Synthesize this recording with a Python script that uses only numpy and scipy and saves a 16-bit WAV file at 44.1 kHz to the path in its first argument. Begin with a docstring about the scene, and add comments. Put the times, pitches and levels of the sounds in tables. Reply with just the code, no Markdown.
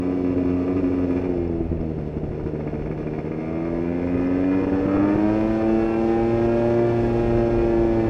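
"""A small two-stroke scooter, heard from the rider. It cruises: one firing per crank turn hums and barks
in the exhaust, missing and catching again; the casing hisses, wind buffets the microphone, the street
rushes, loose parts tick. From 1.4 s it coasts through a bend and misses kick and thud in the pipe.
From 3.3 s it pulls away with bite and rasp, stutters again at 4.6-5.2 s, then runs fast and even.
Overtones swell and fade throughout as walls pass."""
import sys
import numpy as np
from scipy import signal
from scipy.fft import rfft, irfft, next_fast_len
from scipy.io import wavfile
from scipy.ndimage import uniform_filter1d, map_coordinates

SR = 44100
rng = np.random.default_rng(int(sys.argv[2]) if len(sys.argv) > 2 else 0)


def generate_wav(sig):
    """Save sig (samples, or channels by samples) to the path in sys.argv[1] as 16-bit PCM at SR."""
    pcm = np.round(np.clip(np.atleast_2d(sig).T, -1, 1) * 32767).astype(np.int16)
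    wavfile.write(sys.argv[1], SR, pcm)


N = 356813
TIME_S = np.arange(N) / SR
REF_CRANK_HZ = 90

# engine state: t/s, crank speed/Hz, bark level/dB, swell of the hum/dB, crank shake level/dB
RIDE = [(0, 90.48, -45.5, -3, -36.5), (.5, 90.8, -45, -2, -32), (.88, 91.07, -43.5, -1.5, -33),
        (1.2, 88.4, -40.5, -2, -33.5), (1.35, 87, -47, -1.5, -31), (1.55, 83.64, -59, 0.5, -30.5),
        (1.8, 79.86, -63.5, -5, -30.5), (2.0, 77.46, -52, -4.5, -35), (2.23, 76.46, -54, -5.5, -34),
        (2.4, 76.16, -49, -7, -36.5), (2.85, 76.83, -47.5, -6.5, -42), (3.3, 77.34, -46, -3, -49),
        (3.5, 81, -44, -0.5, -41), (3.76, 84.27, -44, 2.5, -41), (4.0, 87.6, -47, 0, -34.5),
        (4.19, 88.6, -42.5, 0.5, -37), (4.57, 94.6, -40, 4, -35.5), (4.82, 95.65, -40.5, 1.5, -40),
        (4.96, 98.24, -38, 9, -32.5), (5.12, 102.1, -39.5, 6.5, -35.5), (5.29, 105.9, -38.5, 10.5, -33),
        (5.4, 108.6, -38.5, 8.5, -32.5), (5.5, 110.1, -39, 6, -36), (5.75, 111.2, -40, 7, -34.5),
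        (6.0, 113, -40, 4.5, -42), (6.35, 115.6, -40, 2.5, -28.5), (6.75, 117.6, -40, 4.5, -27.5),
        (7.05, 116.7, -40.5, 1.5, -25.5), (7.35, 116.5, -40, 4, -27), (7.7, 115.4, -40.5, 3, -31),
        (8.09, 111.8, -40.5, 4, -27)]
# missed firings: t of the catch/s, catch level/dB, miss depth/dB, base length/s
MISSES = [(0.0566, -34.5, 4.2, 0.02), (0.241, -32, 12, 0.024), (0.3678, -29.5, 15, 0.031),
          (0.4502, -31.5, 18, 0.019), (0.6723, -32.5, 9.9, 0.031), (0.7624, -33, 13, 0.032),
          (0.8316, -27, 15, 0.024), (0.908, -32, 12, 0.012), (0.982, -34.5, 6.7, 0.027),
          (1.1017, -29.5, 8, 0.04), (1.1598, -32, 9.5, 0.02), (1.237, -31, 6.7, 0.04),
          (1.2969, -33, 6.4, 0.015), (1.358, -41.5, 4.9, 0.018), (1.4986, -38.5, 16, 0.032),
          (1.607, -40.5, 11, 0.018), (1.717, -42.5, 10, 0.039), (1.8045, -43, 11, 0.021),
          (1.984, -38, 8.4, 0.033), (2.0792, -37, 7.5, 0.048), (2.168, -37.5, 27, 0.048),
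          (2.236, -37, 23, 0.03), (2.3144, -37, 10, 0.044), (2.393, -37, 8.3, 0.025),
          (2.458, -35.5, 16, 0.03), (2.54, -35, 17, 0.03), (2.594, -28.5, 8.4, 0.027),
          (2.6672, -30, 12, 0.041), (2.734, -33.5, 14, 0.021), (2.7911, -36, 11, 0.025),
          (2.8558, -33.5, 9.5, 0.024), (2.9084, -31.5, 19, 0.024), (2.9741, -38, 20, 0.037),
          (3.0663, -32.5, 14, 0.032), (3.1315, -34, 8, 0.045), (3.183, -33.5, 10, 0.021),
          (3.249, -35.5, 13, 0.047), (3.314, -33.5, 11, 0.031), (3.366, -38, 5.1, 0.015),
          (4.63, -29, 18, 0.016), (4.672, -27.5, 22, 0.02), (4.7241, -26, 8.5, 0.039),
          (4.8288, -29, 7.1, 0.014), (4.873, -27.5, 18, 0.012), (4.902, -31, 11, 0.013),
          (4.984, -29.5, 18, 0.017), (5.084, -26, 8, 0.0088), (5.174, -28.5, 22, 0.01)]


def amp(db):
    return 10 ** (np.asarray(db) / 20)


def unit(x):
    """x at rms 1."""
    return x / np.sqrt(np.mean(x ** 2) + 1e-20)


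def evened(x):
    """x at rms 1 over a sliding 1/3 s."""
    return x / np.sqrt(np.abs(uniform_filter1d(x ** 2, size=SR // 3)) + 1e-12)


def curves(rows):
    """One value per sample for each column after t/s."""
    times, *columns = np.transpose(rows)
    return [np.interp(TIME_S, times, column) for column in columns]


def wobble(rate_hz):
    """Smooth random curve, rate_hz knots a second."""
    t = np.linspace(0, N / SR, num=4000)
    return np.interp(TIME_S, t, map_coordinates(rng.standard_normal(400), [t * rate_hz]))


def coloured(x, points):
    """x through a minimum-phase filter of (f/Hz, gain/dB) points, at rms 1."""
    f, db = np.transpose(points)
    hz = np.fft.rfftfreq(2 ** 13, 1 / SR)
    gain = amp(np.interp(np.log(hz + 1), np.log(f + 1), db))
    cepstrum = irfft(np.log(gain + 1e-6))
    cepstrum[1:len(hz) - 1] *= 2
    cepstrum[len(hz):] = 0
    response = irfft(np.exp(rfft(cepstrum)))[:len(hz)]
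    return unit(signal.oaconvolve(x, response)[:N])


def ping(hz, t60_s, attack_s):
    """One decaying mode, 0.1 s long."""
    t = np.arange(SR // 10) / SR
    return amp(-60 * t / t60_s) * (1 - np.exp(-t / attack_s)) * np.sin(2 * np.pi * hz * t)


def struck(events, shape):
    """shape placed at each (t/s, gain/dB) event."""
    out = np.zeros(N + SR)
    for s, db in events:
        out[round(s * SR):][:len(shape)] += amp(db) * shape
    return out[:N]


def timbre_at(s):
    """Exhaust tone colour, 0-3: a blend position among four pipe timbres."""
    positions = [(0, -0.5), (1.25, 0.5), (1.5, 2.5), (1.8, 1.14), (2.1, 1), (3.0, 1.5), (3.5, 1.68),
                 (4.0, 3.5), (4.45, 3), (5.1, 4.5)]  # t/s, blend position before clipping
    return np.clip(np.interp(s, *np.transpose(positions)), 0, 3)


def by_timbre(values, s=TIME_S):
    """Blend of four values, one per pipe timbre."""
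    return np.interp(timbre_at(s), range(4), values)


def crank_turns():
    """Turns so far, nudged so that catches at blend positions under 1.6 fall near firings."""
    turns = np.cumsum(curves(RIDE)[0]) / SR
    catches = np.array([s for s, *_ in MISSES if timbre_at(s) < 1.6]) * SR
    bark_lag_turns = 0.101
    phase = 2 * np.pi * (np.interp(catches, np.arange(N), turns) - bark_lag_turns)
    slip = np.arctan2(uniform_filter1d(np.sin(phase), size=7), uniform_filter1d(np.cos(phase), size=7))
    return turns - np.interp(np.arange(N), catches, np.unwrap(slip)) / (2 * np.pi)


def combustion_db():
    """Burn strength: fades in a miss, then unburnt fuel makes it pop and surge."""
    stretch = [0.85, 1.8, 0.5, 0.6]  # miss length factor per timbre
    pop_db, pop_s = [1.8, 3.1, 0.82, 0.77], 0.0082  # level per timbre
    crest_db, surge_s = 10.5, 0.03  # crest: ordinary firing peak over bark level
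    bark_db = curves(RIDE)[1]
    t = np.arange(SR // 5) / SR
    burn_db = np.zeros(N)
    for s, catch_db, depth_db, length_s in MISSES:
        at = round(s * SR)
        gap = burn_db[at - round(by_timbre(stretch, s) * length_s * SR):at]
        fade_s = 0.16 * len(gap) / SR + 1e-4
        gap -= depth_db * np.clip(t[:len(gap)] / fade_s, 0, 1)
        surge_db = (catch_db - bark_db[at] - crest_db) * np.exp(-t / surge_s)
        burn_db[at:][:len(t)] += surge_db + by_timbre(pop_db, s) * (t < pop_s)
    return burn_db


def firing_pulses(turns, jitter_turns, scatter_db):
    """One sharp pulse per turn, slightly uneven in time and size."""
    whole = np.arange(1, int(turns[-1]))
    chance = rng.standard_normal((len(whole), 2))
    at = np.interp(whole + jitter_turns * chance[:, 0], turns, np.arange(N))
    taps = at.astype(int)[:, None] + np.arange(-7, 9)
    pulses = np.sinc(taps - at[:, None]) * np.hanning(18)[1:-1] * amp(scatter_db * chance[:, 1:])
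    return evened(np.bincount(np.clip(taps, 0, N - 1).ravel(), pulses.ravel(), N))


def road_echo(x, db):
    """x plus its reflection off road and kerb; the delay shifts as the scooter leans."""
    delays = [(0, 4.035), (3.2, 4.12), (3.7, 4.2), (4.3, 4.05), (4.8, 4.0), (5.2, 3.2), (5.6, 3.29),
              (6.1, 3.895), (6.6, 3.6), (6.9, 3.5), (7.1, 3.65), (7.4, 3.75), (7.8, 3.45), (8.09, 3.5)]  # t/s, delay/ms
    lag = (curves(delays)[0] + .06 * wobble(2)) * SR / 1000
    echo = np.interp(np.arange(N) - lag, np.arange(N), x)
    return (x + amp(db) * echo) / np.sqrt(1 + amp(2 * db))


def hum(turns, burn_db):
    """Crank orders 1-9: once-a-turn shake, and overtones that sweep through pipe and frame resonances."""
    orders = [(-29.5, -30.5, -35.5, -31, 0.54), (-32.5, -30.5, -37, -34, 0.87),
              (-31.5, -31.5, -32.5, -39.5, 1.59), (-40.5, -28.5, -29, -35.5, 0.68),
              (-50.5, -35, -39.5, -35, 0.38), (-39.5, -47.5, -41.5, -44, 1.3),
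              (-43.5, -41.5, -45, -46.5, 1.1), (-51, -43, -41, -45.5, 0.38)]  # orders 2-9: level/dB in timbres 0-3, dB per dB of swell
    resonances = [(150, 4), (185, -4.5), (205, -0.5), (230, 0.5), (250, 1.5), (270, 10), (305, 5.5),
                  (325, 1.5), (345, 10.5), (365, 4.5), (400, -10.5), (430, -8), (460, 1), (480, -6.5),
                  (520, -10.5), (585, 0), (620, 0.5), (660, -2.5), (700, -8.5), (800, -1), (860, -9),
                  (950, -8.5), (1060, -12.5)]  # f/Hz, gain/dB
    growl = [(0, 3.5, -5, 2, 1.5, -6.5), (1.3, 1, -2, 0.5, -1.5, -5.5), (1.7, 2.5, -3.5, -13.5, -1.5, -9),
             (3.2, -3, 0.5, -7, -3, 3), (3.5, 0.5, -4, 4, 2.5, -2.5), (4.0, 1.5, 4, 0, -2, -2.5),
             (4.4, -3.5, 0.5, 2, 3.5, -3.5), (4.8, 7.5, -1, -5.5, 2, 11.5), (5.1, -1, -0.5, 0, -1.5, 6.5),
             (5.4, 3, -1.5, 0, 1, 3), (5.65, 4, -1, 2.5, -2.5, -1), (5.9, -4.5, 0.5, 0, -5, -7),
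             (6.15, -1.5, -5, 7, 5, -6), (6.5, 6, 6, -0.5, 3.5, -3), (6.75, 3.5, 4, -1, -6, -5),
             (6.92, -0.5, 10, -7, -5, -6), (7.1, 0.5, 5.5, 6.5, 4, -14), (7.4, 2, 2, 1.5, 1, -4.5),
             (7.72, 0.5, 2.5, -2, -2.5, -8), (8.09, 1.5, -2, 0, -1, -2)]  # leaning and passing walls: t/s, gain/dB of orders 5-9
    burn_shares = [0.19, 0.096, 0.43, 0.64, 0.11, 0.28, 0.42, 0.98, 0.87]  # share of burn_db felt by orders 1-9; the rest is shake and pumping
    suck_back = [0.14, 0.11, 0.45, 0.35]  # swing of order 3 through zero in a deep miss: share per timbre
    lumpiness = [0.77, 3.5, 1.2, 0.3]  # uneven burning: depth/dB per timbre
    lead_s, ring_on_s = 0.0042, 0.0021  # hum returns ahead of the bark; ringing rounds off each miss
    felt_db = uniform_filter1d(np.roll(burn_db, -int(lead_s * SR)), int(ring_on_s * SR))
    crank_hz, _, swell_db, shake_db = curves(RIDE)
    levels_db = [shake_db]
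    for order, (*timbre_db, growth) in enumerate(orders, start=2):
        resonance_db = np.interp(order * crank_hz, *np.transpose(resonances))
        levels_db.append(by_timbre(timbre_db) + growth * swell_db + resonance_db)
    levels_db[4:] = np.add(levels_db[4:], curves(growl))
    lumps_db = by_timbre(lumpiness) * wobble(24)
    out = np.zeros(N)
    for order, (db, share) in enumerate(zip(levels_db, burn_shares), start=1):
        flutter_db = (.8 + .25 * abs(order - 3)) * wobble(11) + .25 * max(order - 3, 0) * wobble(3)
        fired = amp(share * felt_db)
        if order == 3:
            fired -= by_timbre(suck_back) * np.clip(1 - amp(felt_db), 0, 1)
        phase = order * (2 * np.pi * turns + .16 * wobble(5))
        out += amp(db + flutter_db + share * lumps_db) * fired * np.sin(phase)
    return np.sqrt(2) * road_echo(out, db=-15)


def exhaust_jet(turns, burn_db, blasts):
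    """Pipe excitation: each blast plus a puff of turbulent gas."""
    gas_share = by_timbre([.06, .2, .09, .2])
    puff = unit(np.exp(0.82 * np.cos(2 * np.pi * turns - 1.2)) * rng.standard_normal(N))
    return np.sqrt(1 - gas_share) * blasts + np.sqrt(gas_share) * amp(burn_db) * puff


def shell_ring(blasts):
    """Blasts ring the silencer's metal shell."""
    spectrum = [(2400, -46.5), (2600, -12), (2690, 1), (2780, -14.5), (3000, -49)]  # f/Hz, gain/dB
    levels = [(0, -66.5), (1.25, -64), (1.5, -77), (5.3, -68.5), (5.7, -56.5), (5.9, -52), (6.08, -50.5),
              (6.25, -60.5), (7.0, -61.5), (8.09, -64.5)]  # t/s, level/dB
    return amp(curves(levels)[0] + 2 * wobble(3.8)) * coloured(blasts, spectrum)


def baffles(x, delay_s_per_hz=3e-6):
    """Silencer baffles delay the higher modes, drawing each pulse into a short sweep."""
    size = next_fast_len(N + SR // 4)
    hz = np.fft.rfftfreq(size, 1 / SR)
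    return irfft(rfft(x, size) * np.exp(-1j * np.pi * delay_s_per_hz * hz ** 2), size)[:N]


def passing_walls(x, depth_db):
    """Overtones flare and fade as walls and parked cars pass: random gain patches in f and t."""
    spectra = signal.stft(x, nperseg=1024)[2]
    patches = uniform_filter1d(rng.standard_normal(spectra.shape), size=3, axis=0)
    patches = uniform_filter1d(patches, size=14, axis=1)
    return signal.istft(spectra * amp(depth_db * unit(patches)), nperseg=1024)[1][:N]


def bark(jet):
    """The jet barks out of the pipe's end, crossfading among four timbres."""
    # pipe spectra: f/Hz, gain/dB
    timbre_0 = [(600, -48.5), (850, -25), (980, 0.5), (1160, 5.5), (1300, -0.5), (1460, -10.5), (1680, -3),
                (1800, -13.5), (1950, -6.5), (2150, -10), (2350, 3.5), (2560, -14.5), (2710, -10),
                (2820, -16), (3000, -37.5), (3300, -56.5)]
    timbre_1 = [(600, -27.5), (800, 5.5), (1000, -4), (1100, -16), (1250, -7.5), (1450, -5.5),
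                (1700, -12.5), (1890, -15.5), (2200, -10.5), (2400, -13.5), (2580, -26.5), (2900, -33),
                (3300, -52.5)]
    timbre_2 = [(650, -26.5), (850, -1.5), (1050, -6), (1260, 1), (1450, -10), (1700, -5), (1950, -12.5),
                (2150, -1.5), (2400, -0.5), (2600, -13.5), (2900, -37), (3300, -67.5)]
    timbre_3 = [(700, -38.5), (900, 2.5), (1100, -4.5), (1350, -0.5), (1480, -7), (1670, -1), (1820, -6),
                (1960, -11), (2400, -5.5), (2740, -15.5), (2900, -23), (3100, -27.5), (3450, -31.5),
                (3700, -49.5)]
    position = timbre_at(TIME_S)
    direct = np.zeros(N)
    for k, spectrum in enumerate((timbre_0, timbre_1, timbre_2, timbre_3)):
        weight = np.clip(1 - np.abs(position - k), 0, 1)
        direct += weight * coloured(jet, spectrum + [(5000, -110)])
    bark_db = curves(RIDE)[1] + 0.25 * wobble(7.5)
    reflected = road_echo(baffles(direct), db=-4)
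    return amp(bark_db) * unit(passing_walls(reflected, depth_db=1.8))


def casing(turns, burn_db, firings):
    """Casing hiss, the same piston and ring rattle each turn, and a faint fan and gear whirr."""
    spectrum = [(2200, -9.5), (2700, 0), (3000, -1.5), (3180, -9), (3400, -2), (3950, -14), (4200, -8),
                (4400, -1.5), (4600, -11), (4950, -9), (5250, -5), (5850, -12), (6350, -9.5), (6900, -18),
                (7400, -14.5), (8700, -21), (10000, -19), (11500, -27.5), (14000, -34), (15500, -30)]  # f/Hz, gain/dB
    whirr_order, ref_bark_db = 29, -45
    crank_hz, bark_db, *_ = curves(RIDE)
    hiss = np.exp(0.079 * np.cos(2 * np.pi * turns - 1.3)) * rng.standard_normal(N)
    rattle = signal.oaconvolve(firings, rng.standard_normal(SR // 100))
    rattle = coloured(rattle, [(100, 0), (6000, 0), (8000, -20)])
    drive = amp(.16 * burn_db + .7 * wobble(18)) * (hiss + .65 * rattle)
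    whirr_db = -14 + np.interp(whirr_order * crank_hz, *np.transpose(spectrum)) + 3 * wobble(4)
    whirr = amp(whirr_db) * np.sin(2 * np.pi * whirr_order * turns + 1.2 * wobble(20))
    level_db = -60.5 + 0.37 * (bark_db - ref_bark_db) + 10.5 * np.log2(crank_hz / REF_CRANK_HZ)
    return amp(level_db) * (evened(coloured(drive, spectrum)) + whirr)


def wind_buffet():
    """Head wind hits the microphone in low lumps."""
    spectrum = [(10, -27.5), (20, -11.5), (40, 5), (70, -9), (120, -4), (200, -38), (400, -76)]  # f/Hz, gain/dB
    levels = [(0.0, -58.5), (0.16, -45.5), (1.46, -40), (1.71, -33.5), (1.89, -39.5), (2.46, -38.5),
              (2.52, -42.5), (2.88, -34), (3.54, -54), (3.74, -36), (3.92, -50.5), (4.19, -28.5),
              (4.3, -42), (5.3, -41), (5.7, -35), (6.1, -38), (6.45, -33), (6.8, -41.5), (7.1, -29),
              (7.57, -29), (8.09, -27)]  # t/s, level/dB
    lumps = amp(1.1 * wobble(21)) * coloured(rng.standard_normal(N), spectrum)
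    return amp(curves(levels)[0]) * unit(lumps)


def street_rush():
    """Broad noise of tyres and street."""
    spectrum = [(40, -25.5), (80, 1), (150, -4), (300, 1), (450, 0), (620, -6), (800, -14.5), (1100, -23.5),
                (2000, -27), (2800, -29.5), (3500, -70)]  # f/Hz, gain/dB
    levels = [(0, -31), (.4, -30.5), (1.2, -29), (1.6, -34.5), (2.4, -33.5), (2.9, -32), (3.5, -33),
              (4.0, -30.5), (4.5, -31), (5.0, -26), (5.4, -30), (6.2, -30.5), (7.0, -29.5), (8.09, -29)]  # t/s, level/dB
    return amp(curves(levels)[0] + 0.37 * wobble(20)) * coloured(rng.standard_normal(N), spectrum)


def wind_wash():
    """Head wind round the bodywork, rising with crank speed."""
    spectrum = [(450, -19.5), (650, 25.5), (850, 22.5), (1050, 16), (1400, -2), (2200, -8.5), (3000, 3),
                (4800, -6.5), (7000, -12.5), (11000, -24), (15500, -29)]  # f/Hz, gain/dB
    level_db = -50 + 22 * np.log2(curves(RIDE)[0] / REF_CRANK_HZ) + wobble(3.8)
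    return amp(level_db) * coloured(rng.standard_normal(N), spectrum)


def whine(hz, db):
    """A thin, slightly wavering tone."""
    return amp(db + 2.7 * wobble(5)) * np.sin(2 * np.pi * hz * TIME_S + .6 * wobble(8))


def loose_parts():
    """Bodywork clicks and a loose steel part ticks, each in one mode."""
    # t/s, gain/dB
    clicks = [(0.626, -66), (1.3404, -55), (1.477, -50), (1.8136, -50), (4.2707, -47)]
    ticks = [(0.9163, -73), (0.9911, -64), (1.1039, -61), (1.1502, -69), (1.2077, -70), (1.4366, -81),
             (1.6322, -68), (3.8237, -70), (4.1714, -67)]
    bodywork = struck(clicks, ping(hz=5230, t60_s=0.012, attack_s=0.0004))
    steel = struck(ticks, ping(hz=9320, t60_s=0.04, attack_s=0.0028))
    return 1.2 * bodywork + 1.8 * steel


def pipe_kicks():
    """A miss upsets the pipe: a dull push of pressure, its undertow and a brief boom."""
    kicks = [(1.499, -29), (1.607, -18), (1.717, -20), (2.459, -20), (2.907, -28), (3.009, -26),
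             (3.069, -29.5), (3.188, -26), (1.729, -21), (1.816, -38), (1.985, -27), (2.172, -31),
             (2.24, -24.5), (2.322, -24), (4.618, -21), (4.721, -27), (4.858, -18), (4.972, -20),
             (5.159, -17), (5.183, -28)]  # t/s, gain/dB
    push_s = 0.001
    u = np.arange(SR // 10) / SR / push_s
    push = 1.6 * u ** 2 * (3 - u) * np.exp(-u)
    return struck(kicks, push + 0.9 * ping(hz=338, t60_s=0.1, attack_s=0.0011))


def pipe_thuds():
    """Low thumps as pipe pressure drops in a miss."""
    thuds = [(1.585, -21), (1.698, -20), (1.795, -24), (2.29, -17), (2.438, -17), (4.616, -23.5),
             (4.657, -25.5), (4.855, -20), (4.97, -16.5), (5.155, -18.5)]  # t/s, gain/dB
    drop_s = 0.0023
    u = np.arange(SR // 10) / SR / drop_s
    return struck(thuds, -u * np.exp(1 - u) * (1 - u / 4))


def pipe_bite(jet):
    """The pipe bites near 2.2 kHz as the scooter pulls away."""
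    spectrum = [(1800, -48), (2050, -5.5), (2200, -2), (2400, -6.5), (2600, -30.5), (2900, -62.5)]  # f/Hz, gain/dB
    levels = [(3.1, -71), (3.35, -53), (3.6, -59.5), (3.9, -48), (4.12, -48.5), (4.3, -48.5), (4.6, -46.5),
              (5.0, -71.5)]  # t/s, level/dB
    return amp(curves(levels)[0]) * coloured(baffles(jet), spectrum)


def pipe_rasp(jet):
    """The pipe rasps near 1.26 kHz under load."""
    spectrum = [(800, -34.5), (900, -12), (980, -4), (1090, -7), (1260, 12), (1400, -22), (1600, -65)]  # f/Hz, gain/dB
    levels = [(3.2, -68), (3.45, -58), (3.65, -57), (3.8, -71), (4.4, -60.5), (4.55, -44.5), (4.8, -44),
              (5.0, -38), (5.3, -42), (5.5, -57.5), (6.0, -67)]  # t/s, level/dB
    return amp(curves(levels)[0]) * coloured(baffles(jet), spectrum)


def scene():
    """Engine, air and small sounds at the microphone, mono."""
    turns, burn_db = crank_turns(), combustion_db()
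    firings = firing_pulses(turns, jitter_turns=.0018, scatter_db=1.6)
    ignition_lead_s = 0.0032  # the charge lights just before the exhaust port opens
    blasts = amp(np.roll(burn_db, -int(ignition_lead_s * SR))) * firings
    engine = hum(turns, burn_db)
    jet = exhaust_jet(turns, burn_db, blasts)
    engine += shell_ring(blasts) + bark(jet) + casing(turns, burn_db, firings)
    engine += pipe_kicks() + pipe_thuds() + pipe_bite(jet) + pipe_rasp(jet)
    air = wind_buffet() + street_rush() + wind_wash()
    return (engine + air + whine(hz=7897, db=-91.5) + loose_parts())[None]


def record(dry):
    """Input stage: soft peak limit, then a sharp low-pass."""
    ceiling, top_hz = 0.4, 15720
    soft = dry / (1 + np.abs(dry / ceiling) ** 5) ** (1 / 5)
    size = next_fast_len(N + SR // 4)
    passband = np.fft.rfftfreq(size, 1 / SR) < top_hz
    return irfft(rfft(soft, size) * passband, size)[..., :N]


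dry = scene()
out = record(dry)
generate_wav(out)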